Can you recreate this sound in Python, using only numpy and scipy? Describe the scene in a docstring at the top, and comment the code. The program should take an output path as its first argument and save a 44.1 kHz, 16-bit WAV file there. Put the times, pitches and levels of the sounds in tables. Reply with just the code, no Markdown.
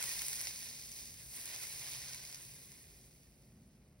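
"""Hot oil sizzles as it is poured twice onto chopped onion and garlic in a wooden bowl, close by, indoors.
Water flashes to steam in thousands of tiny bubbles, each bursting as a brief damped oscillation;
larger bubbles ring for longer, and a few steam pockets pop sharply. Each pour brings a deeper boil,
and the fine fizz outlasts it as the oil cools. Direct and scattered sound reach two microphone ports,
while the room rumbles faintly underneath."""
import sys
import numpy as np
from scipy import signal
from scipy.fft import rfft, irfft, next_fast_len
from scipy.io import wavfile
from scipy.ndimage import map_coordinates

SR = 44100
rng = np.random.default_rng(int(sys.argv[2]) if len(sys.argv) > 2 else 0)


def store_pcm(level_fs):
    """Save levels as 16-bit WAV."""
    pcm = np.round(np.clip(level_fs, -1, 1) * 32767).astype(np.int16)
    wavfile.write(sys.argv[1], SR, np.atleast_2d(pcm).T)


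N = 176400

# Spectrum of the room rumble. Each row: frequency in Hz, relative level in dB.
ROOM_SPECTRUM = [(27, -33), (38, -9), (51, 2.5), (64, -3), (80, -2), (98, -6.5), (135, 1), (175, -8.5),
                 (200, -6.5), (270, -13), (320, -15.5), (360, -13), (400, -15.5), (650, -20.5),
                 (950, -29.5), (1300, -31), (3000, -37), (15000, -99)]
# Swells of the rumble. Each row: peak time in seconds, standard deviation in seconds,
# centre in Hz, width in octaves, level in dB.
ROOM_SWELLS = [(0.704, 0.099, 181, 0.61, -67.5), (1.953, 0.21, 126, 0.24, -67.5),
               (2.47, 0.073, 131, 0.22, -63), (3.04, 0.14, 51, 0.16, -67.5), (3.62, 0.12, 204, 0.36, -63.5)]
# Steam pockets. Each row: start in seconds, relative level in dB, pitch in Hz, decay time in ms.
STEAM_POPS = [(0.027, -17.5, 7140, 0.074), (0.0401, -19, 6000, 0.074), (0.0925, -22.5, 9000, 0.12),
              (.118, -25, 9000, 0.1), (.193, -25, 5300, 0.31), (0.2195, -17.5, 9000, 0.047),
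              (.266, -26, 9800, 0.3), (0.284, -20, 7900, 0.16), (0.3318, -20.5, 8000, 0.095),
              (0.3946, -30, 5600, 0.2), (0.4005, -33.5, 5660, .2), (0.407, -29, 5400, 0.28),
              (0.4137, -20, 10000, 0.072), (.4229, -29, 11000, .14), (0.4713, -22, 5030, 0.21),
              (.4709, -32.5, 1900, 0.22), (.4722, -34.5, 590, 0.9), (.4941, -34, 5260, .22),
              (0.5603, -31, 5540, 0.21), (.6292, -34, 5900, .2), (.6592, -35, 5600, .2),
              (.8252, -35, 9350, .13), (.9187, -32, 7000, 0.1), (.9256, -35, 11500, 0.1),
              (1.1426, -34, 9500, 0.053), (1.3452, -34, 9000, .15), (1.3661, -34, 8950, .15),
              (1.4573, -28, 9250, .13), (1.5622, -29, 6000, .17), (1.6339, -27, 12600, .13),
              (1.6706, -31, 5820, .14), (1.7264, -32, 11500, .12), (1.7946, -34, 5560, .14),
              (1.935, -30.5, 4600, 0.15), (1.9492, -33, 5280, .18), (2.1226, -36, 5050, 0.18),
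              (2.1335, -29, 5550, 0.2), (2.1463, -24, 7000, 0.055), (2.2517, -33.5, 5240, .22),
              (2.3268, -31.5, 5200, 0.1), (2.3465, -29, 5600, .22), (2.3578, -34, 6000, .2),
              (2.425, -36.5, 9300, .15), (2.564, -40, 5500, .2), (2.719, -37, 6200, 0.13),
              (3.2352, -56, 11000, .1)]
# Spectral colour of a pop. Each row: frequency in Hz, gain in dB.
POP_SPECTRUM = [(300, -18), (750, -8), (1300, -5.5), (2200, 5.5), (3000, -1.5), (5000, 0.5), (15000, 3)]
# How hard the oil fries. Each row: time in seconds, relative levels of fizz, sizzle and boil in dB.
FRYING_LEVELS = [(0, -44, -46.5, -47.5), (0.03, -42, -45.5, -52.5), (0.12, -43.5, -45, -51),
                 (0.24, -44.5, -47, -55.5), (0.29, -44, -48, -55), (0.37, -44, -46, -56),
                 (0.42, -45.5, -47, -53.5), (0.46, -44.5, -47.5, -58), (0.49, -47, -46, -56.5),
                 (0.53, -49, -50.5, -59), (0.66, -49.5, -50.5, -60.5), (0.78, -53, -52, -63),
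                 (0.9, -52.5, -53, -65), (1.0, -50.5, -51.5, -63.5), (1.15, -56.2, -56.5, -69),
                 (1.21, -53.5, -58.5, -63.5), (1.29, -54.5, -60, -70.5), (1.36, -48, -53.5, -57.5),
                 (1.44, -48.5, -52.5, -59.5), (1.5, -49, -52, -55), (1.55, -47, -47.5, -53),
                 (1.59, -48, -51.5, -58), (1.635, -47, -47, -55.5), (1.69, -49.5, -52, -58.5),
                 (1.88, -47, -48.5, -55), (2.02, -50.5, -49.5, -57.5), (2.14, -51.5, -51.5, -58.5),
                 (2.19, -53, -52, -61.5), (2.35, -54, -56.5, -62.9), (2.5, -55.5, -58.5, -66),
                 (2.75, -60, -64.5, -69.5), (3.0, -64, -68, -74.5), (3.25, -69.5, -72.3, -77.5),
                 (3.55, -74.5, -77.5, -82.5), (3.8, -78, -80, -83), (4.0, -79.6, -83.5, -84.5)]
# Colour of the frying in the bowl. Each row: frequency in Hz, relative level in dB.
BOWL_SPECTRUM = [(100, -28), (250, -17), (450, -12), (720, -10.3), (890, -13.8), (980, -10.5),
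                 (1330, -18.5), (1490, -12.5), (1750, -11.5), (1885, -4.7), (1980, -6.8), (2070, -3.5),
                 (2280, -6), (2480, -2), (2660, -3.8), (2950, -9.3), (3600, -6.2), (4900, -1.2),
                 (5550, -1.8), (6250, 0), (6600, -3.2), (7000, -4), (7650, -1), (8250, -4.4), (9200, -1.2),
                 (9700, -5.2), (10200, -2.4), (11200, -5.2), (13800, -5.6), (15000, -4.4), (15700, -5.4)]
# Echoes off rim, table and microphone housing. Each row: delay in ms, amplitude factor.
NEAR_ECHOES = [(1.5, -0.042), (4.8, 0.018), (8.4, -0.095), (13.7, -0.12)]
# How alike left and right sound at each frequency, almost identical in a few bands.
# Each row: frequency in Hz, likeness from 0 to 1.
STEREO_LIKENESS = [(300, .95), (800, .82), (1300, .85), (1550, .99), (2050, .99), (2400, .55), (3100, .35),
                   (4800, .8), (6300, .8), (6900, .998), (7600, .998), (8300, .7), (9400, .8), (9800, .99),
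                   (11000, .99), (12000, .65), (13100, .995), (14100, .995), (14600, .65)]
# Shading of the ports. Each row: frequency in Hz, left minus right level in dB.
PORT_BALANCE = [(300, 1), (750, -7), (1300, 0), (2050, -0.7), (2400, -8.5), (2900, -1), (3600, -1.3),
                (4500, -3.8), (5800, -0.3), (9000, 0), (15000, 0)]
# Phase between the ports. Each row: frequency in Hz, lead of the left in radians.
PORT_PHASE = [(200, 0), (500, -.5), (1000, 0), (2100, 0), (2400, -1), (2600, -3), (3000, -5), (4200, -5.3),
              (4800, -6), (5500, -5.4), (6850, -3.2), (7650, -3.1), (8400, -2.3), (9800, -.05),
              (11300, .05), (12000, 1.6), (12900, 3.1), (14150, 3.2), (16000, 6)]


def amp(db):
    """Amplitude ratio of a level in decibels."""
    return 10 ** (np.asarray(db) / 20)


def unit(x):
    """Normalisation to an rms of 1."""
    return x / np.sqrt(np.mean(x ** 2) + 1e-20)


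def along(points, hz):
    """Interpolation of (Hz, value) points on a logarithmic frequency axis."""
    freqs, values = np.transpose(points)
    return np.interp(np.log(hz + 1), np.log(freqs + 1), values)


def wobble(rate):
    """Smooth random modulation: a spline through `rate` knots a second."""
    knots = rng.standard_normal(int(N * rate / SR) + 4)
    return map_coordinates(knots, [np.arange(N) * rate / SR])


def filtered(x, response):
    """Linear filtering: the spectrum is multiplied by a frequency response."""
    size = next_fast_len(N + SR // 2)
    return irfft(rfft(x, size) * response(np.fft.rfftfreq(size, 1 / SR)), size)[..., :N]


def coloured(x, points, size=4096):
    """Minimum-phase filtering: clicks ring after their onset, never before."""
    cepstrum = irfft(np.log(amp(along(points, np.fft.rfftfreq(size, 1 / SR)))))
    cepstrum[1:size // 2] *= 2
    cepstrum[size // 2 + 1:] = 0
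    impulse_response = irfft(np.exp(rfft(cepstrum)))
    return signal.fftconvolve(x, impulse_response[None], axes=1)[:, :N]


def damped_rings(hz, decay_s, gain, size):
    """Damped harmonic oscillators, one to a row of `size` samples."""
    t = np.arange(size) / SR
    return gain[:, None] * np.exp(-t / decay_s[:, None]) * np.cos(2 * np.pi * hz[:, None] * t)


def superpose(start, rows):
    """Linear superposition: each row is added in from its start sample."""
    samples = start[:, None] + np.arange(rows.shape[1])
    return np.bincount(samples.ravel(), rows.ravel(), N)[:N]


def reflections(hz):
    """Comb response: delayed copies from nearby surfaces interfere with the direct sound."""
    return 1 + sum(gain * np.exp(-2j * np.pi * hz * ms / 1000) for ms, gain in NEAR_ECHOES)


def stereo_image(pair):
    """Mid-side mixing sets how alike left and right sound; each port adds its own delay and shading."""
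    def shares(hz):
        angle = np.arccos(along(STEREO_LIKENESS, hz)) / 2
        return np.array([np.cos(angle), np.sin(angle)])

    def shading(hz):
        ratio = amp(along(PORT_BALANCE, hz))
        lead = np.exp(.5j * along(PORT_PHASE, hz))
        return np.array([ratio * lead, 1 / lead]) / np.sqrt((1 + ratio ** 2) / 2)

    direct, scattered = filtered(pair, shares)
    return filtered(np.array([direct + scattered, direct - scattered]), shading)


def room_rumble(level_db=-64, waver_db=.5, side_db=-16.5):
    """Low-frequency ambient noise: an indoor rumble, nearly alike left and right, swells now and then."""
    mid, side = unit(filtered(rng.standard_normal((2, N)), lambda hz: amp(along(ROOM_SPECTRUM, hz))))
    mid = mid * amp(level_db + waver_db * wobble(6.2))
    side = amp(level_db + side_db) * unit(filtered(side, lambda hz: np.minimum(hz, 600)))
    t = np.arange(N) / SR
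    for peak_s, sigma_s, centre_hz, octaves, db in ROOM_SWELLS:
        noise = rng.standard_normal(N)
        band = filtered(noise, lambda hz: np.exp(-(np.log2((hz + 1) / centre_hz) / octaves) ** 2))
        mid = mid + amp(db) * unit(band) * np.exp(-.5 * ((t - peak_s) / sigma_s) ** 2)
    return np.array([mid + side, mid - side])


def steam_pops(gain_db=1.5, tail_s=.0059, near_db=-9, scattered_db=2, size=2048):
    """Pressure release: steam pockets snap open, and scattering off bowl and table adds short tails."""
    start_s, db, hz, decay_ms = np.transpose(STEAM_POPS)
    start = (start_s * SR).astype(int)
    snaps = damped_rings(hz, decay_ms / 1000, amp(db + gain_db), size)
    tails = rng.standard_normal((len(start), 2, size)) * np.exp(-np.arange(size) / SR / tail_s)
    tails /= np.linalg.norm(tails, axis=2, keepdims=True)
    near, far = signal.fftconvolve(snaps[:, None], tails, axes=2)[..., :size].swapaxes(0, 1)
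    direct = superpose(start, snaps + amp(near_db) * near)
    scattered = superpose(start, amp(scattered_db) * far)
    return coloured(np.array([direct, scattered]), POP_SPECTRUM)


def ringing_bubbles(boil, per_s=200, centre_hz=2501, spread_octaves=.55, ring_s=.009, count=1200):
    """Bubble resonance: larger bubbles churned up by the pour ring at equal Q, so low ones last longer."""
    when, chance = rng.random((2, count))
    pitch, strength = rng.standard_normal((2, count))
    sounding = chance < per_s * N / SR / count
    hz = centre_hz * 2 ** (spread_octaves * pitch)
    rings = damped_rings(hz, ring_s * centre_hz / hz, sounding * amp(3.1 * strength), size=1200)
    ringing = superpose((when * N).astype(int), rings)
    return amp(-14.5) * unit(ringing * boil ** .092)  # weaker as the oil settles


def bursting_bubbles(heat, peak_per_s=6000, ring_s=.00009, low_hz=405, high_hz=17150, count=40000):
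    """Shot noise: tiny bubbles burst at random, sparser as the oil cools, at constant mean power."""
    when, chance, pitch = rng.random((3, count))
    strength, life = rng.standard_normal((2, count))
    start = (when * N).astype(int)
    rate = peak_per_s * (heat[start] / heat.max()) ** .15
    share = np.clip(rate * N / SR / count, 1e-3, 1)
    hz = low_hz + (high_hz - low_hz) * pitch
    decay_s = ring_s * np.exp(.5 * life)
    spread_db = np.minimum(3 * strength, 18)
    gain = amp(spread_db) / np.sqrt(share * decay_s)
    sounding = chance < share
    rings = damped_rings(hz[sounding], decay_s[sounding], gain[sounding], size=64)
    crackle = superpose(start[sounding], rings)
    return unit(crackle - crackle.mean())


def frying(gain_db=-47, steam_db=-3, sputter_db=.66, surge_db=.28, bands_hz=(2110, 5340, 9200)):
    """Flash boiling: bubbles and steam sound in three bands, each bubble size with its own envelope."""
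    times, *levels_db = np.transpose(FRYING_LEVELS)
    t = np.arange(N) / SR
    fizz, sizzle, boil = [unit(amp(np.interp(t, times, db))) for db in levels_db]
    steam, scattered_steam = rng.standard_normal((2, N))
    direct = unit(bursting_bubbles(sizzle) + amp(steam_db) * steam) + ringing_bubbles(boil)
    scattered = unit(bursting_bubbles(sizzle) + scattered_steam) + ringing_bubbles(boil)
    in_bowl = unit(coloured(np.array([direct, scattered]), BOWL_SPECTRUM))
    total = 0
    for envelope, weights in zip([amp(-1) * boil, sizzle, fizz], np.eye(3)):
        crossover = list(zip(bands_hz, weights))
        band = filtered(in_bowl, lambda hz: along(crossover, hz))
        total = total + band * envelope * amp(sputter_db * wobble(70))
    return amp(gain_db + surge_db * wobble(22.06)) * total


def scene():
    """Superposition: the bowl and its near reflections, over the room."""
    bowl = filtered(frying() + steam_pops(), reflections)
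    return stereo_image(bowl) + room_rumble()


def record(dry, top_hz=15800):
    """Band limiting: an ideal low-pass filter removes the highest treble."""
    return filtered(dry, lambda hz: hz < top_hz)


dry = scene()
out = record(dry)
store_pcm(out)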